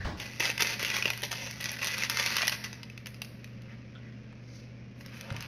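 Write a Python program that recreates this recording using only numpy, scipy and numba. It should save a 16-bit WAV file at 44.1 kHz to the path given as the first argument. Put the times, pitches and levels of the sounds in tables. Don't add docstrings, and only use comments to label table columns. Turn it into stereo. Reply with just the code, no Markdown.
import sys
import numpy as np
from scipy import signal
from scipy.fft import rfft, irfft, next_fast_len
from scipy.io import wavfile
from scipy.ndimage import uniform_filter1d
from numba import njit

SR = 44100
rng = np.random.default_rng(int(sys.argv[2]) if len(sys.argv) > 2 else 0)


def wrap_up_sound(samples):
    columns = np.atleast_2d(samples).T
    tamed = np.clip(columns, -1, 1)
    steps = np.round(tamed * 32767).astype(np.int16)
    wavfile.write(sys.argv[1], SR, steps)


N = 241579
TIME = np.arange(N) / SR
TOP_HZ = 16300
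LEAD_SAMPLES, LEAD_SPREAD_SAMPLES = 1.05, .45

# start_s, hold_s, crackle_db, flex_relative_db
HAND_PULLS = [(0.201, 0.062, -44, -7), (0.397, 0.1, -32.5, -8.5), (0.593, 0.031, -34, -13.5),
              (0.643, 0.092, -34, -10.5), (0.796, 0.15, -36.5, -13), (0.934, 0.065, -34.5, -12),
              (1.048, .04, -39, -5.5), (1.228, 0.017, -37.5, -3.5), (1.309, 0.18, -41.5, -7),
              (1.6, 0.22, -43, -11.5), (1.814, 0.24, -36.5, -15), (2.098, 0.083, -37, -13),
              (2.183, 0.27, -33.5, -15.5), (2.518, 0.012, -33.5, -14.5), (2.64, 0.0064, -38.5, -17)]
def pulling(attack_s=.004, surge_db=6, surge_s=.015, release_t60_s=.14):
    grip_db, grip_flex_db, take_hold_s, let_go_s = -48.5, -13.5, .17, 2.53
    release = fade(np.maximum(TIME - let_go_s, 0), release_t60_s)
    parts = [(undb(grip_db) * ramp(TIME - take_hold_s, attack_s) * release, grip_flex_db)]
    for start_s, hold_s, crackle_db, flex_db in HAND_PULLS:
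        t = TIME - start_s
        surge = undb(surge_db * np.exp(-np.maximum(t, 0) / surge_s))
        release = fade(np.maximum(t - hold_s, 0), release_t60_s)
        parts.append((undb(crackle_db) * ramp(t, attack_s) * surge * release, flex_db))
    return np.sqrt(sum(np.array([gain, gain * undb(flex_db)]) ** 2 for gain, flex_db in parts))


def crackle(pull, flex):
    buckles = facets(clicks_per_s=1100, spread_db=.5, ring_share=2.7, count=10)
    film = np.array([crinkle_timbre(side) for side in buckles])
    return pull * unit(band(film, 834, 24000)) + flex * unit(band(film, 350, 1126))


def facets(clicks_per_s, spread_db, ring_share, count, bunch_db=2, bunches_per_s=130):
    knots_s = np.cumsum(rng.exponential(size=4000)) / bunches_per_s
    bunches = undb(bunch_db * np.interp(TIME, knots_s, rng.standard_normal(len(knots_s))))
    out = 0
    for pitch_hz in np.geomspace(1200, 13000, count):
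        hits = rng.random(N) < clicks_per_s / count / SR
        polarity = rng.choice([-1, 1], N)
        strength = undb(spread_db * np.minimum(rng.exponential(size=N), 3))
        clicks = hits * bunches * polarity * strength
        facet = clicks + ring_share * ring(clicks, pitch_hz, q=12.5)
        lead = LEAD_SAMPLES + LEAD_SPREAD_SAMPLES * rng.standard_normal()
        out = out + microphones(facet, lead, pan_db=.95 * rng.standard_normal())
    power = uniform_filter1d(np.mean(out ** 2, axis=0), int(.04 * SR))
    return out / np.sqrt(np.maximum(power, 0) + .017 * power.mean())


# start_s, peak_db, pitch_hz
CREASE_SNAPS = [(0.1999, -24, 3000), (0.404, -16, 2500), (0.4544, -13, 3000), (0.5006, -18, 2600),
                (0.5786, -21, 2800), (0.6068, -12.5, 2500), (0.6218, -10, 4500), (0.7951, -21, 5000),
                (0.8278, -19, 3000), (0.8485, -16, 2600), (0.9016, -19, 2600), (0.9665, -17, 2600),
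                (1.0246, -16, 2700), (1.0558, -12, 2800), (1.1024, -16, 3000), (1.1762, -22.5, 11000),
                (1.2205, -24, 10000), (1.2346, -19, 4200), (1.3164, -19, 6000), (1.328, -22, 5800),
                (1.511, -26, 5900), (1.61, -23, 10000), (1.6419, -19, 6200), (1.6571, -18, 4000),
                (1.693, -20, 6000), (1.7173, -24, 11000), (1.8302, -16, 2000), (1.8455, -14, 10500),
                (1.8711, -16, 5500), (1.9817, -20, 11000), (2.0225, -19, 2200), (2.0355, -15, 6000),
                (2.0979, -12.5, 5000), (2.1717, -13.5, 6000), (2.1979, -15, 2300), (2.2618, -14, 4500),
                (2.3675, -10.5, 2800), (2.419, -13, 4500), (2.4717, -14, 10500), (2.4798, -10, 4700),
                (2.6404, -24, 4800), (2.7297, -26.5, 5500), (2.8319, -26, 4500), (2.8993, -35, 2700),
                (2.9771, -32, 3200), (3.0594, -29, 2600), (3.0694, -28, 2300), (3.1443, -37, 5000),
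                (3.2186, -23.5, 3200), (3.247, -35, 5500), (3.444, -33, 2900), (3.6202, -41, 4000),
                (5.0094, -35, 2000), (5.0619, -32, 5300), (5.2104, -28.5, 5300), (5.325, -33, 10000),
                (5.3647, -26.5, 2600), (5.407, -26, 6000), (5.4244, -28, 2300)]
def snaps(pull, slack_db=-52, taut_range_db=12, t60_s=.012, rise_s=.00032, gap_s=.0041, size=2048):
    out, t = np.zeros((2, N + size)), np.arange(size) / SR
    pull_db = 20 * np.log10(pull + 1e-9)
    pole = np.exp(-1 / (rise_s * SR))
    for start_s, peak_db, pitch_hz in CREASE_SNAPS:
        taut = np.clip((np.interp(start_s, TIME, pull_db) - slack_db) / taut_range_db, 0, 1)
        lead, pan = rng.standard_normal(2)
        delays_s = np.cumsum(gap_s * (2 - taut) * (.5 + rng.exponential(size=3)))
        neighbours = sum(rng.random() * fade(t - delay, t60_s) for delay in delays_s)
        octaves = np.log2(pitch_hz / 2600)
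        flip = fade(t, t60_s / np.sqrt(2) ** octaves)
        treble_db = 4 + 2 * (1 - taut) + 1.5 * octaves
        tilt = [(500, -6.5), (2200, 1.5), (6000, 3), (10000, treble_db)]
        snap = 0
        for envelope, share, kick in ((flip, 1, 3), (neighbours, undb(-10) * (.5 + taut), 0)):
            shiver = rng.standard_normal(size) * signal.lfilter([1 - pole], [1, -pole], envelope)
            burst = shiver + kick * signal.unit_impulse(size)
            crease = burst + 1.1 * ring(burst, pitch_hz, q=3.2)
            snap = snap + share * unit(colour(crinkle_timbre(crease), tilt))
        snap *= undb(peak_db) / np.abs(snap).max()
        at = int(start_s * SR)
        out[:, at:at + size] += microphones(snap, LEAD_SAMPLES + LEAD_SPREAD_SAMPLES * lead, 2 * pan)
    return out[:, :N]


# frequency_hz, gain_db
CRINKLE_SPECTRUM = [(120, -32), (280, -2.5), (700, -6.5), (1100, -1), (1600, 1.5), (2100, 0.5), (2650, 0.5),
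                    (3700, -6), (5000, -2.5), (6200, -3.5), (7800, -31.5), (9400, -13), (13500, -10.5),
                    (16000, -33)]
# pitch_hz, bandwidth_hz, gain_db
BOXY_RESONANCES = [(549, 41, 5), (914, 49, 3.5), (1976, 110, -1.5)]
def crinkle_timbre(x):
    ringing = sum(undb(db) * ring(x, hz, hz / width_hz) for hz, width_hz, db in BOXY_RESONANCES)
    return colour(x + ringing, CRINKLE_SPECTRUM)


def bending(x, pitch_hz=2550, spread_octaves=.16, q=12.0):
    centre_hz = pitch_hz * 2 ** (spread_octaves * wander(changes_per_s=22))
    return x + np.array([moving_ring(side, centre_hz, q) for side in x])


# start_s, peak_db, pitch_hz
FOLD_POPS = [(0.403, -30, 310), (0.495, -30, 410), (0.622, -30, 300), (0.827, -32, 480), (0.966, -28, 850),
             (1.056, -25, 540), (1.102, -27, 1200), (1.327, -33, 650), (2.409, -22, 1300),
             (2.428, -24, 750), (3.219, -37, 800), (4.3264, -45, 1500), (5.303, -29, 1500)]
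def folds(t60_s=.014, rise_s=.0013, q=1):
    out = 0
    for start_s, peak_db, pitch_hz in FOLD_POPS:
        t = TIME - start_s
        push = rng.standard_normal(N) * fade(t, t60_s) * ramp(t, rise_s)
        knock = ring(ring(push, pitch_hz, q), pitch_hz, q)
        out = out + undb(peak_db) * knock / np.abs(knock).max()
    return microphones(out, LEAD_SAMPLES, pan_db=0)


# centre_s, half_width_s, level_db, pitch_hz, resonance_q
FINGER_SLIDES = [(0.03, .07, -53, 4200, 1.5), (1.45, .055, -45, 5880, 30), (3.72, .045, -51.5, 2100, 2.2),
                 (4.07, .06, -56, 1900, 3), (4.55, .1, -58, 5200, 2.5), (5.01, .03, -60, 10000, 1),
                 (5.17, .04, -54, 10000, 1), (5.29, .08, -49, 590, 3)]
def slides(catch_db=2.5, hiss_share=.07):
    catch = undb(catch_db * wander(changes_per_s=90))
    rub = [crinkle_timbre(catch * rng.standard_normal(N)) for _ in range(2)]
    out = 0
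    for centre_s, half_width_s, level_db, pitch_hz, q in FINGER_SLIDES:
        scrape = np.array([unit(ring(side, pitch_hz, q) + hiss_share / q * side) for side in rub])
        swell = np.exp(-((TIME - centre_s) / half_width_s) ** 2)
        out = out + undb(level_db) * scrape * swell
    return out


# time_s, level_db
RUSTLE_ENVELOPE = [(2.58, -56), (2.881, -62), (3.6, -63), (4.95, -65), (5.14, -53), (5.33, -53.5),
                   (5.47, -48.5)]
def rustle():
    time_s, level_db = np.transpose(RUSTLE_ENVELOPE)
    level = undb(np.interp(TIME, time_s, level_db, left=-120))
    buckles = facets(clicks_per_s=1500, spread_db=1, ring_share=.67, count=5)
    film = np.array([colour(side, CRINKLE_SPECTRUM) for side in buckles])
    return level * unit(band(film, 700, 4200, order=1))


# frequency_hz, gain_db
SCUFF_SPECTRUM = [(25, -9), (65, -5.5), (200, -7.5), (400, -17), (1000, -16), (2000, -25.5), (5500, -32),
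                  (7500, -48.5), (16000, -56)]
# start_s, level_db, pitch_hz, boom_t60_s, scuff_relative_db, scuff_t60_s
SOFT_IMPACTS = [(0.002, -26.5, 98, 0.091, -21, 0.45), (0.045, -32.5, 72.4, 0.37, 0.5, 0.48),
                (5.313, -17, 115, 0.056, -25, 0.026), (5.34, -25, 102, 0.039, -19, 0.32)]
def bumps():
    out = 0
    for start_s, level_db, pitch_hz, boom_t60_s, scuff_db, scuff_t60_s in SOFT_IMPACTS:
        t = TIME - start_s
        boom = np.sin(2 * np.pi * pitch_hz * t) * fade(t, boom_t60_s) * ramp(t, rise_s=.0074)
        noise = unit(colour(rng.standard_normal(N), SCUFF_SPECTRUM))
        scuff = noise * fade(t, scuff_t60_s) * ramp(t, rise_s=.0034)
        out = out + undb(level_db) * (boom + undb(scuff_db) * scuff)
    return out


def squeak(pitch_hz=1780, level_db=-45, end_s=.13):
    tone = unit(ring(ring(rng.standard_normal(N), pitch_hz, q=6), pitch_hz, q=2.7))
    return undb(level_db) * tone * ramp(TIME, rise_s=.0046) * np.sqrt(1 - ramp(TIME, end_s))


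# pitch_hz, level_db, t60_s
TAP_MODES = [(1400, -52, 0.12), (3250, -53, 0.15)]
def tap(start_s=3.952, q=6):
    out = 0
    for pitch_hz, level_db, t60_s in TAP_MODES:
        mode = unit(ring(ring(rng.standard_normal(N), pitch_hz, q), pitch_hz, q))
        out = out + undb(level_db) * mode * fade(TIME - start_s, t60_s)
    return out


# frequency_hz, t60_s
REVERB_TIMES = [(1000, 0.89), (6000, 0.65), (13000, 0.42)]
def room_response(tail_db=-8, early_db=-9, early_t60_s=.056, echoes_per_s=900):
    t = np.arange(int(.6 * SR)) / SR
    edges_hz = np.geomspace(100, 14000, 7)
    noise = rng.standard_normal(len(t))
    tail = sum(band(noise, low, high) * fade(t - .006, lookup(REVERB_TIMES, np.sqrt(low * high)))
               for low, high in zip(edges_hz, edges_hz[1:]))
    echoes = rng.standard_normal(len(t)) * (rng.random(len(t)) < echoes_per_s / SR)
    early = band(echoes * fade(t - .002, early_t60_s), 373, 7500)
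    return undb(tail_db) * tail / np.linalg.norm(tail) + undb(early_db) * early / np.linalg.norm(early)


def room(x, turn_hz=1.283):
    angle = 2 * np.pi * turn_hz * TIME
    feeds = x.mean(axis=0) * np.array([np.cos(angle), np.sin(angle)])
    mid, side = (sum(signal.fftconvolve(feed, room_response())[:N] for feed in feeds) for _ in range(2))
    side = band(side, 480, 18000)
    return x + np.array([mid + side, mid - side]) / np.sqrt(2)


# frequency_hz, left_minus_right_db
STEREO_BALANCE = [(300, 0), (480, 3), (1000, 4.8), (2000, 2.3), (8000, -.3)]
def lean_left(x):
    return np.array([colour(side, [(hz, sign * db / 2) for hz, db in STEREO_BALANCE])
                     for side, sign in zip(x, (1, -1))])


# pitch_hz, level_db
HUM_PARTIALS = [(120, -48.5), (210, -59), (70, -62)]
def appliance_hum(waver_db=.9, drift_rad=.05, changes_per_s=5):
    out = 0
    for pitch_hz, level_db in HUM_PARTIALS:
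        amplitude = np.sqrt(2) * undb(level_db + waver_db * wander(changes_per_s))
        phase = 2 * np.pi * pitch_hz * TIME + drift_rad * wander(changes_per_s)
        out = out + amplitude * np.sin(phase)
    return out


# frequency_hz, gain_db
AIR_SPECTRUM = [(65, -17.5), (105, -10), (220, -5.5), (310, -16.5), (450, -20.5), (540, -17.5), (790, -32),
                (1300, -39), (2300, -28.5), (3700, -53.5), (5600, -38), (9000, -96.5)]
def still_air(level_db=-50.5, wide_above_hz=900, top_hz=10000):
    mid, side = (undb(level_db) * unit(colour(rng.standard_normal(N), AIR_SPECTRUM, size=8192))
                 for _ in range(2))
    mid = band(mid, 9.4, top_hz, order=3)
    side = 1.37 * band(side, wide_above_hz, top_hz) + undb(-15) * band(side, 90, wide_above_hz, order=1)
    return np.array([mid + side, mid - side])


def microphones(x, lead_samples, pan_db):
    size = next_fast_len(len(x) + 64)
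    delay = np.exp(-2j * np.pi * np.fft.rfftfreq(size) * lead_samples)
    late = irfft(rfft(x, size) * delay, size)[:len(x)]
    return np.array([x * undb(pan_db / 2), late * undb(-pan_db / 2)])


def ring(x, hz, q):
    return signal.lfilter(*signal.iirpeak(min(hz, TOP_HZ), max(q, 1), fs=SR), x + 1e-18)


@njit
def moving_ring(x, hz, q):
    y, band_state, low_state = np.empty(len(x)), 0., 0.
    for i in range(len(x)):
        g = np.tan(np.pi * hz[i] / SR)
        velocity = (band_state + g * (x[i] - low_state)) / (1 + g * (g + 1 / q))
        band_state = 2 * velocity - band_state
        low_state += 2 * g * velocity
        y[i] = velocity / q
    return y


def colour(x, points, size=2048):
    cepstrum = irfft(np.log(undb(lookup(points, np.fft.rfftfreq(size, 1 / SR)))))
    cepstrum[1:size // 2] *= 2
    cepstrum[size // 2 + 1:] = 0
    return signal.fftconvolve(x, irfft(np.exp(rfft(cepstrum))))[:len(x)]


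def band(x, low_hz, high_hz, order=2):
    sos = signal.butter(order, [low_hz, min(high_hz, SR / 2 - 1000)], "band", fs=SR, output="sos")
    return signal.sosfilt(sos, x + 1e-18)


def lookup(points, hz):
    points_hz, values = np.transpose(points)
    return np.interp(np.log(np.maximum(hz, 1)), np.log(points_hz), values)


def wander(changes_per_s):
    knots_s = np.linspace(0, TIME[-1], int(changes_per_s * TIME[-1]) + 2)
    return np.interp(TIME, knots_s, rng.standard_normal(len(knots_s)))


def ramp(t, rise_s):
    return np.clip(t / rise_s, 0, 1)


def fade(t, t60_s):
    return (t >= 0) * np.exp(-np.log(1000) * np.maximum(t, 0) / t60_s)


def undb(db):
    return 10 ** (np.asarray(db) / 20)


def unit(x):
    return x / np.sqrt(np.mean(x ** 2))


def scene():
    pull, flex = pulling()
    background = appliance_hum() + still_air()
    incidental = bumps() + squeak() + tap()
    buckling = crackle(pull, flex) + rustle() + snaps(pull)
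    direct = bending(buckling) + slides() + folds() + incidental
    return lean_left(room(direct)) + background


def record(dry):
    return signal.sosfilt(signal.ellip(8, .2, 70, TOP_HZ, fs=SR, output="sos"), dry)


dry = scene()
out = record(dry)
wrap_up_sound(out)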